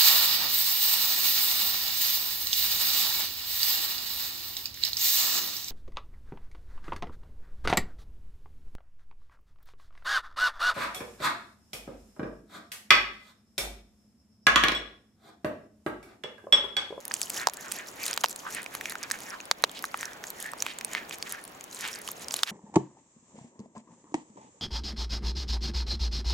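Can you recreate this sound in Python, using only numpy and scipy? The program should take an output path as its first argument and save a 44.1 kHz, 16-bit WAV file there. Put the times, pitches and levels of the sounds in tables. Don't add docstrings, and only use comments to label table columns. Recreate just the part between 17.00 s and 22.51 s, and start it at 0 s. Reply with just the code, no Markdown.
import sys
import numpy as np
from scipy import signal
from scipy.fft import rfft, irfft, next_fast_len
from scipy.io import wavfile
from scipy.ndimage import uniform_filter1d, minimum_filter1d, map_coordinates

SR = 44100
rng = np.random.default_rng(int(sys.argv[2]) if len(sys.argv) > 2 else 0)


def unload_audio(sound):
    columns = np.transpose(np.atleast_2d(sound))
    steps = np.round(np.clip(columns, -1, 1) * 32767)
    wavfile.write(sys.argv[1], SR, steps.astype(np.int16))


N = 242975

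HIT = np.arange(2048) / SR
ONSET = 0.002
STEPS = np.arange(0, N, 64) / SR

# t/s of the hardest pull, length/s, rasp level/dB,
# wetness level/dB, mouth f/Hz, glide of the mouth/(octaves per s), mouth Q
STROKES = [(0.414, 0.078, -39.5, -40.5, 1670, 0, 2.2), (.59, .035, -46, -57.5, 1640, 4, 3.8),
           (0.67, 0.051, -45, -50, 1410, -3.5, 1.6), (0.799, 0.084, -45, -49, 1890, -4, 1.9),
           (1.032, .05, -42, -61.5, 2330, 4.5, 3.4), (1.106, 0.09, -43, -43, 1390, -1, 0.47),
           (1.473, .045, -40, -56, 1290, 7.5, 2.2), (1.584, 0.059, -40, -46.5, 1915, -3, 1.8),
           (1.747, 0.033, -46.5, -68.5, 1740, -0.5, 1.56), (1.898, 0.071, -46.5, -52, 2010, -5.5, 2.7),
           (2.037, 0.038, -43, -60, 1650, -1.5, 1.2), (2.145, .06, -47, -58, 1730, 0, 1.5),
           (2.284, .08, -50.5, -51.5, 1880, -3, 2.6), (2.335, .04, -41.5, -51.5, 1370, -6.5, 2.1),
           (2.776, 0.036, -45, -66, 3330, 5.5, 1.2), (3.063, 0.16, -48.5, -53, 1667, -1.5, 2.6),
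           (3.466, 0.083, -45.5, -50.5, 1820, 0, 4.2), (3.704, 0.073, -45, -54.5, 2400, -0.5, 1.05),
           (3.976, .075, -40.5, -53.5, 1894, -2.5, 1.8), (4.135, 0.023, -44, -55, 2232, -5.5, 1.7),
           (4.27, 0.019, -44, -53.5, 2000, 0.5, 1.3), (4.351, 0.084, -45.5, -52, 1574, 0, 1.7),
           (4.858, .075, -39, -53, 1780, 0.5, 0.74), (4.966, 0.074, -49, -50, 1797, -1.5, 1.5),
           (5.224, 0.031, -52.5, -53, 2273, 1, 1.07), (5.385, 0.047, -45.5, -46, 2000, -2.5, 0.32),
           (5.491, 0.03, -33, -47.5, 2000, 1, 0.64)]
WET_LEAD_S = 0.044
SWELL_DB, FADE_DB, ROUNDNESS = 6.5, 8, 1.27
REST_RASP_DB, REST_WET_DB = -66.5, -65.5


def amp(db):
    return 10 ** (np.asarray(db) / 20)


def unit(x):
    return x / np.sqrt(np.mean(x ** 2) + 1e-20)


def along(points, hz):
    f, v = np.transpose(points)
    return np.interp(np.log(hz + 1), np.log(f), v)


def curves(rows):
    s, *cols = np.transpose(rows)
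    return [np.interp(np.arange(N) / SR, s, c) for c in cols]


def wobble(rate):
    knots = rng.standard_normal(int(N * rate / SR) + 4)
    return map_coordinates(knots, [np.arange(N) * rate / SR])


def filtered(x, response):
    n = x.shape[-1]
    m = next_fast_len(n + 2048)
    return irfft(rfft(x, m) * response(np.fft.rfftfreq(m, 1 / SR)), m)[..., :n]


def coloured(x, spectrum):
    cepstrum = irfft(np.log(amp(along(spectrum, np.fft.rfftfreq(len(HIT), 1 / SR)))))
    fold = 1 + np.sign(len(HIT) / 2 - np.arange(len(HIT)))
    fold[0] = 1
    response = irfft(np.exp(rfft(cepstrum * fold)))
    return signal.fftconvolve(np.atleast_2d(x), response[None], axes=1)[:, :x.shape[-1]]


def resonance(f, hz, q):
    return 1j * f * hz / q / (hz * hz - f * f + 1j * f * hz / q)


def highpass(f, hz):
    return -f * f / (hz * hz - f * f + 1j * f * hz)


def noise(n, width):
    shared = rng.standard_normal(n)
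    return unit(shared + width * rng.standard_normal((2, n)))


def patchy(x, depth_db):
    z = signal.stft(x, nperseg=256)[2]
    field = uniform_filter1d(rng.standard_normal(z.shape[1:]), size=9, axis=0)
    field = uniform_filter1d(field, size=7, axis=1)
    return unit(signal.istft(z * amp(depth_db * unit(field)), nperseg=256)[1][:, :N])


def crackle(rate, spread_db):
    at = np.flatnonzero(rng.random(N) < rate / SR)
    size = amp(spread_db * np.minimum(rng.standard_exponential(len(at)), 3.5))
    size = size * rng.choice([-1, 1], len(at))
    pops = np.zeros((2, N))
    pops[:, at] = size * amp(2 * rng.standard_normal((2, len(at))))
    return unit(pops)


def burst(rise, life, rough):
    t = HIT - ONSET
    swell = np.exp(np.minimum(t / rise, -t / life))
    release = unit(np.arange(len(HIT)) == round(ONSET * SR))
    return release + rough * unit(noise(len(HIT), width=0.19) * swell)


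def add(track, s, db, sound):
    span = 0.004
    part = track[:, max(round((s - ONSET) * SR), 0):][:, :len(HIT)]
    levelled = amp(db) * unit(sound) * np.sqrt(span * SR / len(HIT))
    part += levelled[:, :part.shape[1]]


def outdoors():
    # t/s, relative level/dB
    rush_level = [(0, -56.5), (.1, -51), (.25, -50), (1.5, -51), (2.4, -49.5), (3.2, -50.5), (4.3, -49.5),
                  (4.45, -52.5), (5.1, -50.5), (5.5, -52)]
    # f/Hz, relative density/dB
    mid_colour = [(20, -13), (60, -9), (110, -6.5), (200, 0.5), (400, 0.5), (800, -0.5), (1100, -4),
                  (1500, -8.5), (2200, -8), (4500, -18.5), (6500, -60), (8500, -63), (12000, -29),
                  (16000, -15)]
    # f/Hz, relative density/dB
    side_colour = [(20, -21), (100, -17), (200, -11), (400, -3), (750, 1), (1100, -0.5), (1500, -2.5),
                   (2400, -7), (4500, -12.5), (6500, -18), (8000, -26), (16000, -22)]
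    air_db, = curves(rush_level)
    mid = amp(air_db + 1.5 * wobble(11)) * unit(coloured(rng.standard_normal(N), mid_colour))
    side = amp(air_db - 1.1 + 0.3 * wobble(3.84)) * unit(coloured(rng.standard_normal(N), side_colour))
    return np.vstack([mid + side, mid - side])


def scuffing(wet_db):
    # f/Hz, relative density/dB
    scuff_colour = [(30, -22), (100, -5.5), (220, 6.5), (600, 1.5), (1500, 3.5), (4000, -49)]
    level_db = -58 + 0.61 * (wet_db - wet_db.mean())
    return amp(level_db) * unit(coloured(noise(N, width=0.39), scuff_colour))


def stroke(s, length, db):
    u = 2 * (STEPS - s) / length
    drop_db = np.where(u < 0, SWELL_DB, FADE_DB) * abs(u) ** ROUNDNESS
    return amp(db - np.minimum(drop_db, 200)) ** 2


def wetness():
    # t/s, length/s, relative level/dB
    squishes = [(0.147, .06, -53), (0.233, 0.062, -44.5), (0.888, 0.035, -48.5), (1.057, 0.032, -41.5),
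                (1.206, 0.021, -48), (1.255, 0.012, -45.5), (1.31, 0.023, -46.5), (1.399, 0.035, -48),
                (1.753, 0.044, -49.5), (1.911, 0.034, -49.5), (2.146, .04, -50.5), (2.86, .023, -52),
                (3.012, 0.027, -52), (3.278, 0.065, -53), (3.606, 0.03, -50.5), (4.138, 0.019, -43.5),
                (4.753, 0.059, -50), (4.85, 0.052, -61), (5.08, 0.057, -48), (5.23, 0.032, -49),
                (5.4, .06, -49.5), (5.502, 0.017, -40.5)]
    landings = sum(stroke(s - WET_LEAD_S, length, db) for s, length, _, db, *_ in STROKES)
    squeezes = sum(stroke(s, length, db) for s, length, db in squishes)
    level_db = 10 * np.log10(amp(REST_WET_DB) ** 2 + landings + squeezes)
    return curves(np.column_stack([STEPS, level_db]))[0]


def saliva(wet_db):
    # f/Hz, gain/dB
    fizz_colour = [(300, -45), (1000, -22), (3000, -8.5), (5000, -3), (7000, 2.5), (8600, -7.5),
                   (11000, -4), (16000, -16.5)]
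    bubbles = np.zeros((2, N))
    for hz in np.geomspace(3000, 13500, 11):
        pops = crackle(rate=35, spread_db=7.5)
        bubbles += unit(filtered(pops, lambda f: resonance(f, hz, q=11.0) * resonance(f, hz, q=2)))
    ticks = unit(crackle(rate=220, spread_db=4.5) * amp(5.9 * wobble(33)))
    fizz = patchy(noise(N, width=0.65), depth_db=1.6) * amp(2.4 * wobble(110))
    clumps = amp(5 * np.tanh(wobble(70)))
    grains = unit(crackle(rate=1100, spread_db=3) * clumps)
    mix = amp(1) * unit(bubbles) + ticks + grains + unit(fizz)
    return amp(wet_db + 7.5) * unit(coloured(mix, fizz_colour))


def spray(wet_db):
    films = unit(crackle(rate=2000, spread_db=-2) + 0.7 * noise(N, width=0.8))
    films = films * amp(3 * np.tanh(wobble(80)))
    top = filtered(films, lambda f: resonance(f, 15000, q=1.4) * highpass(f, hz=8500))
    level_db = -46 + 0.96 * (wet_db - wet_db.max())
    return amp(level_db) * unit(top)


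def licking():
    s, length, db, _, hz, glide, q = np.transpose(STROKES)[:, :, None]
    power = stroke(s, length, db)
    pitch = hz * 2 ** (glide * np.clip(STEPS - s, -length, length))
    share = power / power.sum(0)
    level_db = 10 * np.log10(amp(REST_RASP_DB) ** 2 + power.sum(0))
    return curves(np.column_stack([STEPS, level_db, (share * pitch).sum(0), (share * q).sum(0)]))


def rasp():
    level_db, mouth_hz, mouth_q = licking()
    barbs = noise(N, width=0.47) + 0.5 * crackle(rate=1200, spread_db=11.5)
    f, t, z = signal.stft(barbs, SR, nperseg=512, noverlap=384)
    now = np.minimum(t * SR, N - 1).astype(int)
    f, hz, q = f[:, None], mouth_hz[now], mouth_q[now]
    mouth = abs(resonance(f, hz, q)) ** 2 + 0.09 * abs(resonance(f, 1.2 * hz, q=1.3))
    mouth /= np.sqrt(np.mean(mouth ** 2, axis=0))
    shaped = signal.istft(z * mouth, nperseg=512, noverlap=384)[1][:, :N]
    slips = amp(1.5 * wobble(90))
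    return amp(level_db + 4.5) * slips * unit(shaped)


def faint_smacks(wet_db, count):
    odds = np.cumsum(amp(0.5 * wet_db))
    moments = np.searchsorted(odds / odds[-1], rng.random(count)) / SR
    size, pitch = np.clip(rng.standard_normal((2, count)), -1.5, 1.5)
    return list(zip(moments, -41.5 + 2 * size, 8500 * 2 ** (0.35 * pitch)))


def smacks(wet_db):
    # t/s, relative level/dB, pocket f/Hz
    timed_films = [(0.0533, -33, 10500), (0.0804, -33.5, 10100), (0.118, -36, 4900), (0.14, -23, 7540),
                   (0.1642, -42.5, 2610), (0.2161, -24, 6700), (0.2585, -41, 7160), (0.2981, -30.5, 11900),
                   (0.3016, -28.5, 6940), (0.3654, -36, 6720), (0.4978, -29.5, 6500), (0.536, -31.5, 10300),
                   (0.5412, -39.5, 10890), (0.571, -36, 6900), (0.7168, -32.5, 7000), (0.721, -26.5, 8530),
                   (1.033, -33.5, 11300), (1.055, -33, 6740), (1.064, -27, 9560), (1.0807, -31.5, 8950),
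                   (1.111, -29.5, 6550), (1.131, -28, 4970), (1.139, -32.5, 6460), (1.164, -39, 6900),
                   (1.2483, -30, 2850), (1.2596, -33, 4350), (1.285, -37, 10500), (1.361, -35, 7300),
                   (1.5487, -30.5, 8500), (1.6622, -34, 2240), (1.7514, -31, 10480), (1.8973, -33.5, 10800),
                   (2.03, -34, 6320), (2.0354, -34, 4770), (2.117, -26.5, 6850), (2.403, -37.5, 2490),
                   (2.6459, -30, 3030), (2.6951, -39, 3340), (2.7917, -39.5, 5270), (2.825, -36.5, 10990),
                   (2.853, -36, 10200), (3.01, -34.5, 6260), (3.0553, -33, 5600), (3.3035, -30.5, 12500),
                   (3.4032, -37.5, 9700), (3.4265, -34, 9150), (3.6233, -22, 6370), (3.7867, -33, 6650),
                   (3.8476, -25.5, 8690), (3.9341, -32, 6600), (4.11, -35, 2440), (4.2263, -29, 4580),
                   (4.324, -29.5, 9920), (4.641, -39.5, 6450), (4.8768, -35, 7450), (5.0775, -34.5, 2910),
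                   (5.0876, -40, 5610), (5.1166, -32.5, 12100), (5.284, -32.5, 5200), (5.31, -33.5, 4930),
                   (5.323, -34.5, 7250), (5.3411, -25, 7300), (5.363, -32, 4050), (5.3667, -30.5, 10000),
                   (5.391, -34.5, 3880), (5.4744, -33, 4300)]
    out = np.zeros((2, N))
    for s, db, hz in list(timed_films) + faint_smacks(wet_db, count=40):
        pop = burst(rise=0.00017, life=0.00076, rough=1.27)
        pocket = filtered(pop, lambda f: resonance(f, hz, q=3.3) * resonance(f, hz, q=4.7))
        edge_hz = 1.28 * hz
        lips = lambda f: 1 / (1 - (f / edge_hz) ** 2 + 1.3j * f / edge_hz)
        splash = filtered(pop, lambda f: resonance(f, 4.7 * hz, q=0.093) * lips(f))
        side_gain = amp(2.0 * rng.standard_normal((2, 1)))
        add(out, s, db, side_gain * (unit(pocket) + amp(1.5) * unit(splash)))
    return out


def knock(release, mouth_hz, q):
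    cavity = lambda f: resonance(f, mouth_hz, q) * resonance(f, mouth_hz, q=0.57)
    return filtered(release, lambda f: cavity(f) * highpass(f, hz=504) ** 2)


def crack():
    # f/Hz, relative gain/dB
    edge_colour = [(1500, -25), (4000, 10), (5800, 13), (7800, 7), (10000, -1), (16000, 5.5)]
    return coloured(burst(rise=0.0001, life=0.00077, rough=0.74), edge_colour)


def clucks():
    # t/s, relative level/dB, mouth cavity f/Hz, relative crack level/dB
    pulls = [(0.112, -34, 1550, -51), (0.486, -30, 850, -35), (1.8111, -36, 1950, -40),
             (1.8568, -33.5, 2370, -40), (1.922, -40, 1636, -40.5), (1.9545, -35, 1434, -44),
             (2.1018, -41.5, 1640, -41), (2.841, -30, 1370, -38), (2.9433, -29, 1070, -69),
             (3.03, -33.5, 1690, -42), (3.2397, -39.5, 1710, -40), (3.5348, -37, 1050, -46.5),
             (3.8111, -40, 2270, -40.5), (5.0886, -40.5, 1076, -38)]
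    out = np.zeros((2, N))
    for s, db, mouth_hz, crack_db in pulls:
        release = burst(rise=0.00079, life=0.0025, rough=0.49)
        add(out, s, db, knock(release, mouth_hz, q=3.2))
        add(out, s, crack_db, crack())
    return out


def bites():
    # t/s, knock level/dB, mouth cavity f/Hz, ring level/dB, bone f/Hz,
    # crack level/dB, cavity Q
    snaps = [(0.4714, -12, 870, -20.5, 4900, -17.5, 1.8), (1.176, -28, 1290, -30.5, 2890, -28, 0.62),
             (1.2378, -26.5, 1900, -25.5, 3400, -27.5, 1.4), (1.2418, -18, 1000, -32, 2920, -24, 1.9),
             (1.7506, -35, 1060, -47.5, 3330, -40, .52), (2.1122, -27.5, 1720, -28.5, 4860, -37, 3.8),
             (2.513, -16, 1255, -15, 3843, -26, 0.29), (2.639, -14.5, 876, -15, 4084, -24, 0.32),
             (3.6648, -32.5, 1230, -30.5, 2350, -38, 1.9), (3.95, -26.5, 1954, -34.5, 2420, -38, 1.3),
             (5.3406, -33.5, 880, -30, 4640, -34, 0.79), (5.4331, -19, 1310, -11.5, 3180, -12.5, 1.9)]
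    out = np.zeros((2, N))
    for s, knock_db, mouth_hz, ring_db, bone_hz, crack_db, q in snaps:
        bone = lambda f: resonance(f, bone_hz, q=3.0) * resonance(f, bone_hz, q=0.84)
        add(out, s, knock_db, knock(burst(rise=0.0004, life=0.0019, rough=0.29), mouth_hz, q))
        add(out, s, ring_db, filtered(burst(rise=0.00008, life=0.0014, rough=0.92), bone))
        add(out, s, crack_db, crack())
    return out


def ports(x):
    # f/Hz, phase/rad
    lead = [(100, .1), (400, .7), (750, 1.15), (1500, 1.15), (3000, .6), (6500, .15), (16000, 0)]
    # f/Hz, left-right level/dB
    tilt = [(300, -1.5), (1200, -1), (4500, -2.5), (8000, -0.7), (16000, 0.7)]
    half = lambda f: amp(along(tilt, f) / 2) * np.exp(0.5j * along(lead, f))
    direct = filtered(x, lambda f: np.array([half(f), 1 / half(f)]))
    t = np.arange(SR // 5) / SR
    near = rng.standard_normal((2, len(t))) * amp(-60 * t / 0.025) * (t > 0.0012)
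    far = rng.standard_normal((2, len(t))) * amp(-60 * t / 0.019) * (t > 0.005)
    answer = (amp(-15) * unit(near) + amp(-27) * unit(far)) / np.sqrt(len(t))
    return direct + signal.fftconvolve(x, answer, axes=1)[:, :N]


def scene():
    wet_db = wetness()
    snaps = amp(2) * bites() + amp(5.0) * clucks() + amp(1.12) * smacks(wet_db)
    close = snaps + rasp() + saliva(wet_db) + spray(wet_db) + scuffing(wet_db)
    return ports(close) + outdoors()


def limiter(x, ceiling_db, recovery):
    over = np.maximum(20 * np.log10(abs(x).max(0) + 1e-9) - ceiling_db, 0)
    climb = recovery * np.arange(N) / SR
    cut = np.maximum.accumulate(over + climb) - climb
    gain_db = uniform_filter1d(minimum_filter1d(-cut, size=45), size=45)
    return x * amp(gain_db)


def record(dry):
    limited = limiter(dry, ceiling_db=-1.0, recovery=31)
    soft = filtered(limited, lambda f: 1 / np.sqrt(1 + (f / 15000) ** 6))
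    return filtered(soft, lambda f: 1 / (1 + (f / 16000) ** 120))


dry = scene()
out = record(dry)
unload_audio(out)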